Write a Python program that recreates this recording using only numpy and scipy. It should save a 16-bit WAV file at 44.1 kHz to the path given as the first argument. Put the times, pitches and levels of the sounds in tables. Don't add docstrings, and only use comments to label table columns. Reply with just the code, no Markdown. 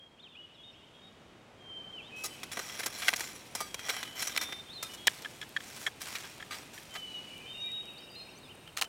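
import sys
import numpy as np
from scipy import signal
from scipy.fft import rfft, irfft, next_fast_len
from scipy.io import wavfile
from scipy.ndimage import uniform_filter1d, map_coordinates

SR = 44100
rng = np.random.default_rng(int(sys.argv[2]) if len(sys.argv) > 2 else 0)


def wrap_up_sound(samples):
    columns = np.atleast_2d(samples).T
    tamed = np.clip(columns, -1, 1)
    steps = np.round(tamed * 32767).astype(np.int16)
    wavfile.write(sys.argv[1], SR, steps)


N = 391608

# f/Hz, relative density/dB
MURMUR_SPECTRUM = [(15, -33), (25, -16), (109, -3), (186, -4.5), (225, -3), (262, -5), (384, -5.5),
                   (655, -8.5), (707, -8.5), (2400, -18.5), (3120, -30), (5280, -120)]
LEAF_SPECTRUM = [(100, -38.5), (1000, -14.5), (2500, 6), (5000, -2.5), (8000, -7.5), (12000, -17),
                 (16000, -23.5)]
FIZZ_SPECTRUM = [(3000, -38), (5000, -12), (7600, -10), (8600, -1), (9800, -11.5), (13000, -12),
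                 (16000, -15)]
SOIL_SPECTRUM = [(60, -6), (250, -2), (600, -2), (2000, 3.5), (4000, -1.5), (8000, -5.5), (11000, -11.5),
                 (16000, -13)]
# t/s, relative level/dB
MURMUR_LEVELS = [(0.0, -64.5), (2.15, -56), (8.87, -57)]
LEAF_LEVELS = [(0, -72), (.6, -67), (1.5, -66), (2.1, -63), (2.4, -56), (4.7, -59.5), (5.9, -59.5),
               (7.2, -57.5), (8.88, -63)]
# t/s, length/s, first f/Hz, middle f/Hz, last f/Hz, held level/dB
WHISTLES = [(1.571, 0.2596, 3235, 3152, 3127, -46.5), (3.6, 0.41, 3310, 3229, 3160, -50.5),
            (3.875, .33, 3090, 2990, 3100, -53), (4.259, 0.367, 3701, 3610, 3600, -49.5),
            (6.881, .335, 3120, 2987, 2917, -42.5), (7.463, .365, 3556, 3752, 3760, -42)]
# t/s, length/s, f/Hz, level/dB
PIPS = [(-.03, .11, 3220, -54.5), (0.378, 0.085, 2945, -51.5), (0.579, 0.069, 3360, -59),
        (0.628, .086, 3675, -54.5), (.93, .08, 3300, -63), (1.009, 0.088, 3740, -59),
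        (1.829, 0.094, 3123, -52.5), (2.111, 0.16, 2563, -45.5), (4.765, 0.12, 3660, -50.5),
        (4.887, .076, 2967, -49.5), (4.967, 0.14, 3299, -53), (7.328, 0.15, 2369, -56),
        (7.451, 0.087, 3115, -50), (7.539, 0.083, 2805, -49.5), (7.634, .075, 2395, -53),
        (7.677, 0.0393, 2020, -59), (8.007, .05, 5410, -65), (8.095, 0.065, 4767, -57),
        (8.149, .1, 4184, -49.5)]
# t/s, length/s, first f/Hz, last f/Hz, level/dB
SLURS = [(.178, 0.036, 2170, 4100, -57.5), (.217, 0.07, 4400, 2240, -54.5), (0.28, .093, 3620, 3327, -60.5),
         (0.349, 0.035, 2310, 3005, -51.5), (.54, 0.02, 5550, 5050, -71), (.544, .02, 3957, 3650, -64.5),
         (0.727, .02, 5550, 5100, -69), (.731, 0.031, 2380, 3435, -57), (1.921, 0.079, 3200, 2930, -47.5),
         (1.975, 0.041, 3050, 2330, -47), (2.013, 0.082, 3200, 3840, -57), (2.302, .067, 3080, 2950, -54),
         (4.677, .071, 3220, 4208, -50), (4.726, 0.065, 4400, 3970, -48.5),
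         (7.068, 0.128, 4200, 3700, -62.5), (7.96, 0.041, 3300, 4950, -53.5),
         (8.429, 0.041, 3870, 3340, -57.5)]
# (t/s, level/dB)
TSIP, TSIPS = (.034, 5400, 6050, 6200), [(7.14, -65), (7.6, -63), (8.352, -61)]
ARCH, ARCHES = (0.0455, 2100, 3110, 2490), [(8.483, -54.5), (8.656, -56), (8.828, -55.5)]
# start t/s, end t/s, low f/Hz, high f/Hz, relative level/dB
TWITTERS = [(0.201, 1.1, 2740, 3683, -66.5), (7.197, 8.3, 2262, 3202, -60), (7.953, 8.45, 4400, 5540, -69)]
# f/Hz, t60/s
NEAR_STEMS = [(300, .1), (3000, 0.11), (14000, 0.033)]
FAR_STEMS = [(300, 0.43), (3000, 3.3), (6000, 0.38), (14000, 0.63)]
# t/s, push/s, settling to -20 dB/s, peak/dB, build-up/dB, grit over crunch/dB
STROKES = [(2.16, .1, 0.3, -60, 6, 5.5), (2.52, 0.35, 0.1363, -48, 5.5, -0.5),
           (2.92, 0.1646, 0.1, -42.5, 11.5, 0), (3.169, 0.027, 0.28, -45.5, 15, 1.5),
           (3.55, 0.04, 0.2, -51, 2, 1), (3.78, 0.14, 0.25, -41, 15, -3), (4.15, 0.05, 0.22, -43, 15, 1.5),
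           (4.29, 0.14, 0.27, -49, 9, -4.5), (4.83, .02, 0.37, -56.5, 2.5, 2.5),
           (5.085, 0.034, 0.76, -57, -4.5, 2), (5.6, 0.265, .04, -53, 8.5, 3),
           (6, 0.14, 0.33, -48, 4.5, 0.5), (6.505, 0.046, 0.15, -49, 6, -2.5),
           (6.73, 0.024, 0.6, -62.5, -7, 3.5), (6.93, 0.0275, 0.05, -55.5, 9, 2)]
# low f/Hz, high f/Hz
BURST_BANDS = [(200, 1200), (1200, 4500), (4500, 15500)]
# t/s, length/s, thud level/dB, crunch level/dB, grit level/dB
CLOD_CHOPS = [(2.236, 0.0319, -48.5, -56, -37), (2.432, 0.0086, -46, -41, -41.5),
              (2.515, 0.0193, -54, -44, -42.5), (2.57, 0.0084, -37, -38.5, -43),
              (2.591, 0.0073, -37, -40.5, -37.5), (2.695, 0.0067, -55, -42.5, -57),
              (2.79, 0.0183, -45, -41, -41.5), (2.832, .008, -48.5, -37, -42),
              (2.86, 0.0096, -38.5, -40, -31), (3.018, 0.019, -50, -37.5, -46),
              (3.0825, .0027, -36, -16.5, -28.5), (3.087, 0.0031, -33, -20.5, -27),
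              (3.13, 0.0034, -33, -40, -45), (3.136, 0.00524, -37, -27.5, -36.5),
              (3.16, 0.0081, -53, -48, -34), (3.206, 0.0075, -40.5, -36, -35.5),
              (3.55, 0.01065, -39.5, -46, -34), (3.604, 0.011, -36.5, -52, -36.5),
              (3.743, .0044, -41, -35.5, -35), (3.793, 0.005, -49, -42, -47),
              (3.89, 0.015, -40.5, -31.5, -35.5), (4.029, 0.0072, -45, -35.5, -42.5),
              (4.222, .009, -47, -36, -33.5), (4.27, 0.0135, -47.5, -41.5, -33.5),
              (4.363, .0023, -37, -27.5, -32), (4.3745, 0.0037, -41.5, -23.5, -29),
              (4.411, 0.0311, -47.5, -42, -38), (4.488, 0.0082, -46.5, -51, -61),
              (4.524, 0.0059, -43.5, -36.5, -47), (4.826, 0.0099, -45, -43, -36),
              (4.936, 0.018, -57, -59, -48), (6.016, 0.0089, -54, -44.5, -39.5),
              (6.15, 0.0213, -63, -39, -49), (6.24, 0.025, -54, -49, -61), (6.507, 0.035, -56, -44, -62.5),
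              (6.951, 0.019, -49.5, -41, -51.5)]
ROOT_SNAP = [(5.07, 0.0084, -33, -26, -22.5), (5.0795, 0.0026, -31, -16, -47)]
SHOOT_KNOCKS = [(5.247, 0.0043, -46.5, -35.5, -64), (5.256, 0.0047, -42, -36.5, -60.5),
                (5.414, 0.0047, -68, -37.5, -46.5), (5.422, 0.013, -67.5, -42, -58),
                (5.563, 0.01, -50, -28, -49.5), (5.604, 0.0056, -55, -44.5, -53.5),
                (5.864, 0.0068, -51.5, -26.5, -40.5), (5.871, 0.0123, -41.5, -39, -53),
                (6.399, 0.012, -51.5, -47.5, -62), (6.425, 0.0031, -50, -38, -55),
                (6.777, 0.0072, -69.5, -45, -61.5)]
BASKET_CRUNCHES = [(8.676, 0.0032, -80, -47.5, -59), (8.768, 0.0056, -51, -49, -40),
                   (8.7725, 0.0027, -50, -31.5, -31.5), (8.778, 0.0209, -49, -44, -43),
                   (8.8125, 0.0089, -37.5, -36, -30.5), (8.8225, 0.00085, -32, -19.5, -23),
                   (8.825, 0.0098, -43, -52, -42), (8.84, 0.012, -55, -49, -48)]
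# nominal f/Hz, width/Hz, nominal gain/dB
HOE_MODES = [(720, 110, 0), (1230, 70, 0), (1570, 70, 3), (2020, 90, 3), (2340, 110, 2), (3300, 160, 4),
             (4010, 130, 5), (5600, 200, 10), (6080, 100, 2), (6810, 80, 3), (7290, 90, 3), (7780, 80, 3),
             (9420, 90, 6), (10170, 90, 15), (12100, 180, 8), (13300, 160, 6), (14200, 100, 7)]
ROOT_MODES = [(1860, 420, 7.5), (3170, 254, 14.4), (5400, 157, 3.2), (6730, 255, 6.8)]
SHOOT_MODES = [(1290, 110, 4), (1730, 100, 18), (2150, 200, 4), (3310, 160, 13), (5400, 180, 8),
               (6830, 160, 7), (10250, 250, 3)]
WICKER_MODES = [(750, 190, 1.6), (1320, 186, 4.2), (1820, 66, 4.1), (2894, 570, 8.4), (4020, 270, 2.9)]
# t/s, base level/dB, pitch ratio, tilt/(dB/octave)
CLANGS = [(2.241, -48.5, 1.02, 3.5), (3.55, -48, 1.055, 2.5), (3.604, -44.5, 1, -0.5),
          (4.828, -50, 1.08, 1), (6.507, -47, 1.003, 0.5), (6.742, -56.5, 1.23, 3.5),
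          (6.951, -55, 1.01, -1)]
# nominal f/Hz, relative level/dB, t60/s
FREE_BLADE_MODES = [(1215, 9, 0.16), (2270, 0.5, .22), (4700, 1.5, 0.27), (5700, -16, 0.093),
                    (6200, -3, 0.154), (7780, -4.5, 0.44), (9300, -7.5, 0.44), (11920, -12, 0.44)]


def amp(db):
    return 10 ** (np.asarray(db) / 20)


def unit(x):
    return x / np.sqrt(np.mean(x ** 2) + 1e-20)


def along(points, hz):
    f, v = np.transpose(points)
    return np.interp(np.log(hz + 1), np.log(f + 1), v)


def curve(points):
    return np.interp(np.arange(N) / SR, *np.transpose(points))


def gate(start_s, end_s, fade_s):
    t = np.arange(N) / SR
    return np.clip(np.minimum(t - start_s, end_s - t) / fade_s + .5, 0, 1)


def wobble(rate_hz, size=N):
    knots = rng.standard_normal(int(size * rate_hz / SR) + 4)
    return map_coordinates(knots, [np.arange(size) * rate_hz / SR])


def add(track, at_s, x):
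    i = round(at_s * SR)
    x = x[max(-i, 0):max(N - i, 0)]
    track[max(i, 0):][:len(x)] += x


def filtered(x, response):
    size = next_fast_len(len(x) + 4096)
    return irfft(rfft(x, size) * response(np.fft.rfftfreq(size, 1 / SR)), size)[:len(x)]


def coloured(x, spectrum):
    return unit(filtered(x, lambda hz: amp(along(spectrum, hz))))


def band(x, edges_hz):
    return signal.sosfilt(signal.butter(3, edges_hz, 'band', fs=SR, output='sos'), x)


def air():
    murmur = coloured(rng.standard_normal(N), MURMUR_SPECTRUM)
    murmur *= amp(curve(MURMUR_LEVELS) + 1.5 + 0.51 * wobble(3.78))
    leaves = coloured(rng.standard_normal(N), LEAF_SPECTRUM)
    leaves *= amp(curve(LEAF_LEVELS) + 1.1 * wobble(1.906))
    fizz = coloured(rng.standard_normal(N), FIZZ_SPECTRUM) * amp(-66.5) * gate(2.2, 9, fade_s=0.13)
    return murmur + leaves + fizz


def glide(length_s, pitches_hz):
    return np.polyval(np.polyfit([0, .5, 1], pitches_hz, 2), np.linspace(0, 1, int(length_s * SR)))


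def tone(hz, waver, flutter_db):
    phase = 2 * np.pi * np.cumsum(hz * (1 + waver * wobble(122.5, len(hz)))) / SR
    return np.sqrt(2) * np.sin(phase) * amp(flutter_db * wobble(66.5, len(hz)))


def note(length_s, pitches_hz):
    hz = glide(length_s, pitches_hz)
    sweep = np.ptp(hz) / np.mean(hz)
    fade = signal.windows.tukey(len(hz), min(0.279 + .35 * sweep, 1))
    return tone(hz, waver=0.0045 + 0.0619 * sweep, flutter_db=1 + 3.5 * sweep) * fade


def echo(x, decay):
    hz, t, noise = signal.stft(rng.standard_normal(SR * 3 // 2), SR, nperseg=256)
    tail = signal.istft(noise * amp(-60 * t / along(decay, hz)[:, None]), SR, nperseg=256)[1]
    return signal.fftconvolve(x, tail / np.linalg.norm(tail))[:N]


def birds(swell_db=16.5, swell_share=0.476, scoop=0.013):
    song = np.zeros(N)
    for at_s, length_s, *pitches_hz, db in WHISTLES:
        hz = glide(length_s, pitches_hz)
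        rise_db = -swell_db * np.maximum(1 - np.linspace(0, 1, len(hz)) / swell_share, 0)
        envelope = amp(db + rise_db) * signal.windows.tukey(len(hz), .15)
        add(song, at_s, envelope * tone(hz, waver=0.0032, flutter_db=1.9))
    for at_s, length_s, hz, db in PIPS:
        add(song, at_s, amp(db) * note(length_s, [hz * (1 - scoop), hz, hz]))
    for at_s, length_s, first_hz, last_hz, db in SLURS:
        add(song, at_s, amp(db) * note(length_s, [first_hz, (first_hz + last_hz) / 2, last_hz]))
    for (length_s, *pitches_hz), repeats in [(TSIP, TSIPS), (ARCH, ARCHES)]:
        for at_s, db in repeats:
            add(song, at_s, amp(db) * note(length_s, pitches_hz))
    return song + amp(-14.5) * echo(song, NEAR_STEMS) + amp(-12) * echo(song, FAR_STEMS)


def far_birds(step_s=.065, mean_note_s=.045):
    song = np.zeros(N)
    for start_s, end_s, low_hz, high_hz, db in TWITTERS:
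        for at_s in np.arange(start_s, end_s, step_s):
            late, stretch, *heights = rng.random(5)
            pitches_hz = low_hz + (high_hz - low_hz) * np.array(heights)
            add(song, at_s + late * step_s / 2, amp(db) * note(mean_note_s * (.5 + stretch), pitches_hz))
    return amp(1) * song + amp(-8) * echo(song, NEAR_STEMS) + amp(-5) * echo(song, FAR_STEMS)


def grains(size, rate_hz, spread_db):
    happens = rng.random(size) < rate_hz / SR
    return happens * rng.choice([-1, 1], size) * amp(spread_db * np.minimum(rng.exponential(size=size), 4))


def speckled(x, depth_db):
    cells = signal.stft(x, nperseg=192)[2]
    field = unit(uniform_filter1d(rng.standard_normal(cells.shape), size=4, axis=0))
    return signal.istft(cells * amp(depth_db * field), nperseg=192)[1][:N]


def stroke_gains(bite_s=0.0091):
    crunch, grit, t = np.zeros(N), np.zeros(N), np.arange(SR) / SR
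    for at_s, push_s, settle_s, peak_db, build_db, grit_db in STROKES:
        push_db = peak_db - build_db * np.maximum(1 - t / push_s, 0)
        settle_db = -20 * np.maximum(t - push_s, 0) / settle_s
        stroke = amp(push_db + settle_db) * np.minimum(t / bite_s, 1)
        add(crunch, at_s, stroke)
        add(grit, at_s, stroke * amp(grit_db))
    return crunch, grit


def hoe_scrape(clumps_per_s=27, clump_decay_s=.005, clump_db=-1):
    crumbs = unit(grains(N, rate_hz=3000, spread_db=3.5)) + 0.36 * rng.standard_normal(N)
    onsets = rng.random(N) < clumps_per_s / SR
    clumps = signal.lfilter([1], [1, -np.exp(-1 / (clump_decay_s * SR))], onsets)
    force = coloured(speckled(crumbs * (1 + amp(clump_db) * clumps), depth_db=2.5), SOIL_SPECTRUM)
    soil, hop = np.zeros(N), SR // 20
    for i in range(2 * SR, 15 * SR // 2, hop):
        direct_db = np.interp(i / SR, [4.5, 5], [-1, 13])
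        frame = np.pad(force[i:i + 2 * hop] * signal.windows.hann(2 * hop), (0, hop))
        add(soil, i / SR, unit(ring(frame, HOE_MODES, direct_db, vary=.7)))
    crunch, grit = stroke_gains()
    return unit(band(soil, (350, 4300))) * crunch + unit(band(soil, (4500, 15500))) * grit


def ring(x, modes, direct_db, vary):
    hz, width_hz, db = np.transpose(modes)[:, :, None]
    hz = hz * (1 + .025 * vary * rng.standard_normal(hz.shape))
    gain = amp(db + 4 * vary * rng.standard_normal(hz.shape))

    def response(f):
        damping = 1j * f * width_hz
        return amp(direct_db) + np.sum(gain * damping / (hz * hz - f * f + damping), axis=0)
    return filtered(x, response)


def bursts(rows, modes, direct_db, vary, rate_hz, spread_db, release_s):
    track, t = np.zeros(N), np.arange(SR // 8) / SR
    for at_s, length_s, *levels_db in rows:
        attack = np.minimum(t / (0.13 * length_s), 1)
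        decay = np.exp(-.7 * t / length_s - np.maximum(t - length_s, 0) / release_s)
        cracks = unit(grains(len(t), rate_hz, spread_db)) + 0.68 * rng.standard_normal(len(t))
        body = ring(coloured(cracks, SOIL_SPECTRUM) * attack * decay, modes, direct_db, vary)
        thud, crunch, grit = [unit(band(body, hz)) * amp(db) for hz, db in zip(BURST_BANDS, levels_db)]
        add(track, at_s, (thud - crunch + grit) * np.sqrt(length_s / t[-1]))
    return track


def hoe_chops():
    return bursts(CLOD_CHOPS, HOE_MODES, direct_db=4.5, vary=1,
                  rate_hz=4000, spread_db=4.5, release_s=0.0054)


def blade_clangs(attack_s=0.0027):
    track, t = np.zeros(N), np.arange(SR // 2) / SR
    for at_s, base_db, ratio, tilt_db in CLANGS:
        for hz, db, t60_s in FREE_BLADE_MODES:
            start_db = base_db + db + tilt_db * np.log2(hz / 4000) + rng.normal(0, 0.64)
            envelope = amp(start_db - 60 * t / t60_s) * np.minimum(t / attack_s, 1)
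            phase = 2 * np.pi * hz * ratio * t + .5 * wobble(95, len(t))
            add(track, at_s, envelope * np.sin(phase))
    return track


def root_snap():
    return bursts(ROOT_SNAP, ROOT_MODES, direct_db=2, vary=.2,
                  rate_hz=6000, spread_db=2.5, release_s=.001)


def crumb_trickle():
    ticks = speckled(grains(N, rate_hz=25, spread_db=3.5), depth_db=5)
    return amp(-45) * band(ticks, (2500, 15000)) * gate(5.1, 8.75, fade_s=.05)


def shoot_knocks():
    return bursts(SHOOT_KNOCKS, SHOOT_MODES, direct_db=-3, vary=0.67,
                  rate_hz=2500, spread_db=2, release_s=0.0015)


def basket_drop():
    return bursts(BASKET_CRUNCHES, WICKER_MODES, direct_db=3.5, vary=0.29,
                  rate_hz=2000, spread_db=1, release_s=0.00305)


def scene():
    impacts = hoe_chops() + root_snap() + shoot_knocks() + basket_drop()
    return (impacts + birds() + blade_clangs() + hoe_scrape() + crumb_trickle() + far_birds() + air())[None]


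def record(dry):
    return filtered(dry[0], lambda hz: hz < 16000)[None]


dry = scene()
out = record(dry)
wrap_up_sound(out)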